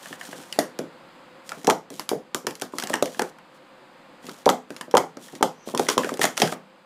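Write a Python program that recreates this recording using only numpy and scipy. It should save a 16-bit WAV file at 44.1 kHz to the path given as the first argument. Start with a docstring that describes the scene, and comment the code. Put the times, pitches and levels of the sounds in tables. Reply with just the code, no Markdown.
"""Speed stacking with plastic cups

Thin cups are stacked into pyramids and swept down again, fast, on a padded table in a small room.
Nested cups hiss and jostle as they slide, walls clack on walls, and rims land on the mat and pop
the air inside. Palms thud down after a run, and one dragged cup squeaks faintly.
The room answers every blow over a steady background hush."""
import sys
import numpy as np
from scipy import signal
from scipy.fft import rfft, irfft, next_fast_len
from scipy.io import wavfile

SR = 44100
rng = np.random.default_rng(int(sys.argv[2]) if len(sys.argv) > 2 else 0)


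def master_out(mix):
    """Clip the mix to full scale and print it as 16-bit PCM to the path in sys.argv[1]."""
    frames = np.transpose(np.atleast_2d(mix))
    ceiling = np.clip(frames, -1, 1)
    pcm = np.round(ceiling * 32767).astype(np.int16)
    wavfile.write(sys.argv[1], SR, pcm)


N = 302422


def amp(db):
    """Turn decibels into a number to multiply a sound by."""
    return 10 ** (np.asarray(db) / 20)


def unit(x):
    """Scale a sound so that its average level (rms) is 1."""
    return x / np.sqrt(np.mean(x ** 2) + 1e-20)


def blow(x):
    """Give a short sound as much energy as 10 ms of sound at level 1."""
    return x / np.sqrt(np.sum(x ** 2) / (SR * .01) + 1e-20)


def seconds(size):
    """The time of each sample."""
    return np.arange(size) / SR


def along(points, hz):
    """Read between the rows of a (frequency, value) table, spacing octaves evenly."""
    freqs, values = np.transpose(points)
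    return np.interp(np.log(hz + 1), np.log(freqs + 1), values)


def filtered(x, response):
    """Turn each frequency of x up or down by the gain that response gives it."""
    size = next_fast_len(len(x) + 4096)
    return irfft(rfft(x, size) * response(np.fft.rfftfreq(size, 1 / SR)), size)[:len(x)]


def pulse(response, size):
    """The sharpest click that has the given gain at each frequency."""
    gains = np.maximum(response(np.fft.rfftfreq(size, 1 / SR)), 1e-6)
    cepstrum = irfft(np.log(gains))
    # folding the second half onto the first packs the energy at the start
    cepstrum[1:size // 2] *= 2
    cepstrum[size // 2 + 1:] = 0
    return irfft(np.exp(rfft(cepstrum)))


def ring(t, hz, fade, attack):
    """A tone that builds up over attack seconds and dies away by 60 dB in fade seconds."""
    return np.sin(2 * np.pi * hz * t) * amp(-60 * t / fade) * (1 - np.exp(-t / attack))


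def add(track, s, sound):
    """Mix a sound into the track, starting s seconds in."""
    start = max(round(s * SR), 0)
    part = track[start:start + len(sound)]
    part += sound[:len(part)]


# the tone of the hush, from bass to treble (frequency [Hz], level [dB])
HUSH_TONE = [(30, 0), (85, -13.5), (135, -1.5), (370, -2.5), (435, -15), (512, 5.5), (600, -6.5), (950, -4),
             (2300, -13.5), (5000, -21.5), (5500, -33.5), (7800, -28.5), (9500, -35), (15500, -41)]
# how the hush wavers (time [s], level change [dB])
HUSH_SWELL = [(0, 5.5), (.7, 5), (1.4, 4.5), (1.87, -1), (2.25, 0), (2.7, -1), (3.45, 2), (4.2, 3.5),
              (4.68, 0), (5.15, 0.5), (5.601, 1.5), (6.4, 2.5), (6.86, -1)]
def hush(level_db=-53.5):
    """The soft background noise of the room."""
    swell_db = np.interp(seconds(N), *np.transpose(HUSH_SWELL))
    noise = unit(filtered(rng.standard_normal(N), lambda hz: amp(along(HUSH_TONE, hz))))
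    return amp(level_db + swell_db) * noise


# the high notes of a cup's stiff rim and base (pitch [Hz], width [Hz], strength [dB])
RIM_NOTES = [(1890, 68, -3), (3254, 550, 4), (4100, 120, -2), (5670, 190, -2), (6060, 150, -18),
             (7000, 180, 0)]
def plastic(hz):
    """The rim and base boost their own notes in every rub and snap: the gain at each frequency."""
    peaks = sum(amp(db) ** 2 / (1 + ((hz - pitch) / (width / 2)) ** 2) for pitch, width, db in RIM_NOTES)
    return np.sqrt(1 + peaks)


# the tone of rubbing plastic (frequency [Hz], level [dB])
RUB_TONE = [(100, -18), (170, 15), (300, -7.5), (600, 6), (1200, -12.5), (2500, -2), (6000, 1), (9000, 0),
            (12000, -5), (15500, -10)]
# cups sliding in or out of each other, and one brief faint rub at 3.54 s (start [s], length [s], peak level
# [dB])
SLIDES = [(0, .16, -44.5), (0.189, 0.2, -45), (0.365, 0.22, -50), (1.453, 0.21, -50), (1.918, .11, -47.5),
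          (2.722, .15, -51.5), (2.888, 0.068, -42), (3.067, 0.23, -49.5), (3.54, 0.032, -58),
          (4.221, 0.2, -51), (4.374, 0.15, -65), (4.697, 0.11, -57), (5.194, .19, -50),
          (5.661, 0.072, -44.5), (5.798, 0.1, -40), (5.909, 0.031, -34), (5.984, .15, -42),
          (6.212, 0.032, -25), (6.37, 0.17, -35.5)]
def slides(slips_per_s=130, slip_db=-5.5):
    """Wall rubs along wall: a hiss with scratchy ticks where it catches and slips."""
    t, pressure = seconds(N), np.zeros(N)
    for start, length, db in SLIDES:
        # a stroke presses hardest about a quarter of the way through
        swell_db = np.interp((t - start) / length, [0, .24, 1], [-10, 0, -7])
        outside_s = np.maximum(start - t, 0) + np.maximum(t - start - length, 0)
        pressure += amp(db + swell_db) * np.exp(-np.minimum(outside_s / .007, 20))
    grip = unit(filtered(rng.standard_normal(N), lambda hz: np.exp(-(hz / 110) ** 2)))
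    hiss = unit(rng.standard_normal(N) * amp(2.4 * grip))
    slips = unit((rng.random(N) < slips_per_s / SR) * rng.standard_normal(N))
    scrape = hiss + amp(slip_db) * slips
    rub = unit(filtered(scrape, lambda hz: amp(along(RUB_TONE, hz)) * plastic(hz)))
    return pressure * rub


# the tone of the room's echo (frequency [Hz], level [dB])
ECHO_TONE = [(60, -44), (160, 6), (300, -11), (600, 0), (1000, -7.5), (2000, -5.5), (5000, -9.5),
             (9000, -11.5), (15000, -3)]
# how long the echo lasts (frequency [Hz], time to fade by 60 dB [s])
ECHO_FADE = [(150, 0.24), (500, 0.2), (1200, 0.24), (3000, 0.2), (7000, 0.24), (15000, 0.19)]
def room_echo(sound, echo_db, build_s):
    """The room's blurred answer, echo_db against the sound; each place on the table has its own."""
    hz, t, noise = signal.stft(rng.standard_normal(SR * 2 // 5), SR, nperseg=256)
    fade = amp(along(ECHO_TONE, hz)[:, None] - 60 * t / along(ECHO_FADE, hz)[:, None])
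    room = signal.istft(noise * fade, SR, nperseg=256)[1]
    build_up = 1 - np.exp(-(seconds(len(room)) / build_s) ** 2)
    tail = signal.fftconvolve(sound, room * build_up)
    return amp(echo_db) * tail * np.linalg.norm(sound) / np.linalg.norm(tail)


def jostles(spread_db, per_s=10, firm_db=-43.5):
    """Sliding cups touch by chance: rows of (time [s], level change [dB], pitch factor)."""
    rows = []
    for start, length, db in SLIDES:
        gentle_db = min(db - firm_db, 0)  # a gentle stroke jostles more faintly
        for when, force, pitch in rng.random((int(length * per_s), 3)):
            change_db = gentle_db + spread_db * (2 * force - 1)
            rows.append((start + when * length, change_db, 1.4 ** (pitch - .5)))
    return rows


# the tone of a snap (frequency [Hz], level [dB])
SNAP_TONE = [(300, -7), (1200, 6), (2500, 1), (3800, 1), (5600, 5), (9000, 0.5), (12000, -4.5),
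             (15500, -15.5)]
def contact_snap(bright_hz, size):
    """Plastic hits plastic: a brighter snap has more treble, and each spot favours its own few notes."""
    tilt = 1.36 * np.log(bright_hz / 6700)
    spot = np.transpose([np.geomspace(1500, 15500, num=34), 2.4 * rng.standard_normal(34)])

    def tone(hz):
        treble = (np.clip(hz, 3500, 14000) / 7000) ** tilt
        return amp(along(SNAP_TONE, hz) + along(spot, hz)) * plastic(hz) * treble
    return blow(pulse(tone, size))


# the notes of a cup wall (pitch [times the wall pitch], level [dB], time to fade by 60 dB [s])
WALL_NOTES = [(0.718, 4, 0.0068), (1.002, 6, 0.012), (1.24, -9.5, 0.021), (1.62, 6, 0.0046)]
def wall_ring(t, wall_hz):
    """A struck wall bends in several ways at once, in a slightly different mix each time."""
    return blow(sum(amp(db + rng.normal(0, 1)) * ring(t, wall_hz * ratio, fade, attack=.0019)
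                    for ratio, db, fade in WALL_NOTES))


# how bright the snaps are, most while a toppled cup is gathered up (time [s], brightness [Hz])
SNAP_BRIGHTNESS = [(0, 5700), (.6, 6600), (1.7, 5900), (2.05, 8100), (2.35, 8500), (2.55, 6700),
                   (2.9, 6900), (3.3, 5900), (5.4, 5700), (5.8, 6400), (6.5, 5600)]
# cups hitting each other (time [s], click level [dB], wall ring level [dB], wall pitch [Hz])
CLACKS = [ (.0572, -53, -40.5, 1720), (.1275, -45.5, -36.5, 1760), (.2118, -46, -36, 1760),
          (.3284, -55, -39, 1630), (.526, -33.5, -39, 2900), (.5895, -22, -29.5, 1950),
          (.7895, -35.5, -43, 1500), (1.4922, -36.5, -53, 2800), (1.5187, -43, -31.5, 1340),
          (1.6456, -37, -44, 1360), (1.6706, -25.5, -33, 1630), (1.9032, -44, -61, 2695),
          (1.9958, -32, -48, 2950), (2.0914, -26.5, -41, 2300), (2.3464, -26, -30.5, 1430),
          (2.4683, -26.5, -33, 1810), (2.5084, -41, -54, 1900), (2.5535, -42.5, -61, 1920),
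          (2.5983, -48, -59, 1740), (2.614, -38, -57, 2200), (2.6199, -30.5, -36.5, 1500),
          (2.7846, -29, -33.5, 1290), (2.7994, -32.5, -59, 2830), (2.824, -35, -35, 1630),
          (2.837, -33.5, -39, 3100), (2.872, -34.5, -42, 1700), (2.898, -33, -40, 1360),
          (2.9331, -47, -31, 1850), (2.939, -26.5, -23.5, 1770), (2.9556, -37, -44, 1590),
          (3.025, -26, -31.5, 1165), (3.0574, -35, -59, 1390), (3.1464, -51, -45, 1640),
          (3.1942, -29, -26, 1675), (3.2197, -32, -34.5, 1420), (3.3858, -59.5, -49.5, 1410),
          (4.267, -44.5, -53, 2700), (4.2933, -41.5, -40.5, 1320), (4.458, -29, -57, 1240),
          (4.7044, -45.5, -43, 1580), (4.7644, -40.5, -65, 1840), (4.8111, -36.5, -38, 1760),
          (4.9117, -42, -73, 1750), (4.9509, -34, -31.5, 1460), (5.1701, -46.5, -45.5, 1250),
          (5.352, -43.5, -61, 3630), (5.4107, -52, -48, 1390), (5.427, -20, -21, 1230),
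          (5.6884, -49, -40, 1090), (5.749, -34, -45, 1270), (5.776, -28, -45, 3750),
          (5.795, -28.5, -32, 1510), (5.8669, -48, -39.5, 1970), (5.8865, -24, -26, 2100),
          (5.8898, -22, -30.5, 1500), (5.8995, -25, -48, 1730), (5.979, -23.5, -45, 1250),
          (6.0341, -51, -31, 1720), (6.0454, -38, -31, 1500), (6.0915, -37, -29.5, 1225),
          (6.14, -38, -53, 1700), (6.172, -41, -57, 1970), (6.1936, -36, -44, 1450),
          (6.2148, -27, -22, 1870), (6.2317, -26.5, -37, 2830), (6.2405, -20, -29, 2070),
          (6.253, -22, -41, 1980), (6.3702, -34.5, -42.5, 1950), (6.3765, -25, -32, 1360),
          (6.4003, -27.5, -42, 2160), (6.4185, -18.5, -22.5, 3170), (6.475, -35, -32.5, 1580),
          (6.5244, -40, -32, 1250)]
def clacks():
    """Cup hits cup: a snap and a few milliseconds of chatter, then the thin wall rings briefly."""
    track, t = np.zeros(N), seconds(2048)
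    top_cups, _ = pyramids()
    taps = [(s, -51.5 + db, -46.5 + db, 1650 * pitch) for s, db, pitch in jostles(spread_db=5)]
    for s, click_db, wall_db, wall_hz in CLACKS + top_cups + taps:
        bright_hz = np.interp(s, *np.transpose(SNAP_BRIGHTNESS))
        snap = contact_snap(bright_hz, len(t))
        # a spray of tiny touches, shorter for a brighter snap
        chatter_s = .0025 * (6500 / bright_hz) ** 2
        touches = rng.standard_normal(len(t)) * np.exp(-t / chatter_s)
        chatter = blow(signal.fftconvolve(snap, touches)[:len(t)])
        main_snap = amp(-2) * np.roll(snap, round(.0005 * SR))  # just after the first touch
        click = amp(click_db) * blow(chatter + main_snap)
        wall = amp(wall_db) * wall_ring(t, wall_hz)
        # the wall's first wide swing carries most of its sound into the room
        swing = amp(wall_db + 2) * blow(wall * np.exp(-t / .00063))
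        add(track, s, click + wall)
        add(track, s, room_echo(amp(click_db) * snap + swing, echo_db=-5.5, build_s=.0025))
    return track


# cups landing on the mat or a stack, and one light bump at 1.92 s (time [s], pop level [dB], pop pitch [Hz],
# thump level [dB])
LANDINGS = [ (.3309, -38, 564, -40), (.5878, -17, 610, -21.5), (.7924, -38, 600, -25),
            (1.6448, -40, 675, -35), (1.9072, -46, 566, -39.5), (1.9222, -55, 720, -39.5),
            (1.9949, -38, 980, -43), (2.0905, -41, 1060, -47), (2.1155, -27, 750, -21),
            (2.1325, -32, 645, -25.5), (2.3478, -33.5, 1200, -29.5), (2.4462, -55, 880, -39),
            (2.4697, -33, 940, -28), (2.6206, -32, 730, -33), (2.7363, -37.5, 1040, -33),
            (2.783, -43, 1310, -42), (2.8361, -33, 736, -34.5), (2.9037, -27, 557, -32),
            (2.9401, -26, 920, -27), (3.025, -16.5, 552, -25), (3.1949, -23, 800, -26.5),
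            (3.2169, -31, 828, -26), (4.243, -50, 750, -44), (4.287, -44, 1230, -39),
            (4.7045, -40.5, 533, -36), (4.8098, -38.5, 1050, -42.5), (4.8815, -41.5, 537, -42),
            (5.1704, -43, 594, -38), (5.336, -46, 656, -38.5), (5.4091, -34.5, 880, -28),
            (5.4268, -15, 826, -18.5), (5.6743, -37, 570, -32), (5.7394, -34, 630, -29),
            (5.7476, -26, 993, -27), (5.7959, -21, 744, -19), (5.8876, -23, 1090, -23.5),
            (5.9711, -29.5, 525, -27), (5.9788, -17.5, 1040, -19), (6.0458, -43, 764, -30),
            (6.0705, -31.5, 543, -43), (6.1197, -32.5, 586, -27.5), (6.1936, -31.5, 775, -26),
            (6.2145, -30, 805, -36), (6.2422, -20, 680, -25.5), (6.402, -40, 660, -27.5),
            (6.4196, -16.5, 724, -21), (6.4285, -26.5, 870, -19.5), (6.5235, -30, 656, -32.5)]
def landings():
    """A landing rim pops the air in the cup and thumps the padded table; the room favours the thump."""
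    direct, echoes, t = np.zeros(N), np.zeros(N), seconds(4096)
    _, dealt_cups = pyramids()
    nudges = [(s, -45.5 + db, 670 * pitch, -39.5 + db) for s, db, pitch in jostles(spread_db=3)]
    for s, pop_db, pop_hz, thump_db in LANDINGS + dealt_cups + nudges:
        # the mat stiffens under a harder landing, so the pitch climbs an octave per 55 dB
        thump_hz = 392.6 * 2 ** ((thump_db + 29) / 55)
        pop = amp(pop_db) * blow(ring(t, pop_hz, fade=.01, attack=.0051))
        thump = amp(thump_db) * blow(ring(t, thump_hz, fade=.0085, attack=.014))
        add(direct, s, pop + thump)
        add(echoes, s, room_echo(pop, echo_db=-6, build_s=.0019))
        add(echoes, s, room_echo(thump, echo_db=-1.5, build_s=.0011))
    return direct + echoes + room_boom(direct)


# low notes of the room and the standing cups (pitch [Hz], level [dB], time to fade by 60 dB [s])
BOOM_NOTES = [(163.9, -1.5, 0.35), (194.6, -15.5, 0.98), (251.2, 0.5, 0.32), (296, 6.5, 0.11),
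              (435, -10.5, 0.41), (511, -1.5, 0.26), (621, -6, 0.187), (1025, -9, 0.21), (1215, -16, .22)]
def room_boom(blows):
    """Blows on the table set the room and the standing cups booming."""
    t = seconds(20000)
    notes = sum(amp(db) * ring(t, hz, fade, attack=.0019) for hz, db, fade in BOOM_NOTES)
    return amp(-52.5) * signal.fftconvolve(blows, notes)[:N]


# palms coming down on the mat after a run (time [s], level [dB])
PALMS = [(.797, -42), (6.431, -23.5)]
def palms():
    """A flat hand gives the padded table one dull, low thud."""
    direct, echoes, t = np.zeros(N), np.zeros(N), seconds(4096)
    for s, db in PALMS:
        thud = amp(db) * blow(ring(t, hz=167, fade=.036, attack=.0037))
        add(direct, s, thud)
        add(echoes, s, room_echo(thud, echo_db=-4, build_s=.003))
    return direct + echoes + room_boom(direct)


# three cups dealt in one move (first cup lands [s], top cup lands [s], level [dB], pop pitch [Hz])
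PYRAMIDS = [(1.678, 1.6994, -17.5, 736), (4.464, 4.491, -17, 750), (4.9402, 4.9697, -16, 800)]
def pyramids(top_wall_hz=1225):
    """Two base cups land in a blink and a third clacks on top: rows for clacks() and landings()."""
    clack_rows, landing_rows = [], []
    for first_s, top_s, db, pop_hz in PYRAMIDS:
        landing_rows.append((first_s, db, pop_hz, db + 3.5))  # the first cup hits the mat hardest
        landing_rows.append((first_s + .012, db, pop_hz * 1.234, db - 7))
        # the top cup lands, rocks once and settles more softly
        for s, level in [(top_s, db), (top_s + .008, db - 5.5)]:
            clack_rows.append((s, level - 4, level - 4.5, top_wall_hz))
            landing_rows.append((s + .0005, level, pop_hz, level - 7))
    return clack_rows, landing_rows


# a cup dragged by its rim sings faintly (time [s], level [dB])
SQUEAK = [(5.55, -76), (5.6, -64), (5.66, -61), (5.7, -70)]
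def squeak(pitch_hz=6000, half_width_hz=350):
    """Steady sticking and slipping makes the rim sing in one narrow, high band."""
    level = amp(np.interp(seconds(N), *np.transpose(SQUEAK), left=-120, right=-120))
    band = filtered(rng.standard_normal(N), lambda hz: 1 / (1 + ((hz - pitch_hz) / half_width_hz) ** 2))
    return level * unit(band)


def scene():
    """The cups and hands over the room's hush, in one channel."""
    rubbing = slides() + squeak()
    rubbing += room_echo(rubbing, echo_db=-13, build_s=.0054)[:N]
    return (rubbing + clacks() + landings() + palms() + hush())[None]


def record(dry):
    """A small microphone loses deep bass; the recorder rounds off peaks and cuts the highest treble."""
    bass_hz, top_hz, ceiling = 135, 15500, .72
    bass_cut = signal.butter(4, bass_hz, "highpass", fs=SR, output="sos")
    thin = signal.sosfilt(bass_cut, dry[0]) + amp(-19.5) * dry[0]  # a little bass still gets through
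    rounded = thin / (1 + np.abs(thin / ceiling) ** 6) ** (1 / 6)
    return filtered(rounded, lambda hz: 1 / (1 + (hz / top_hz) ** 120))[None]


dry = scene()
out = record(dry)
master_out(out)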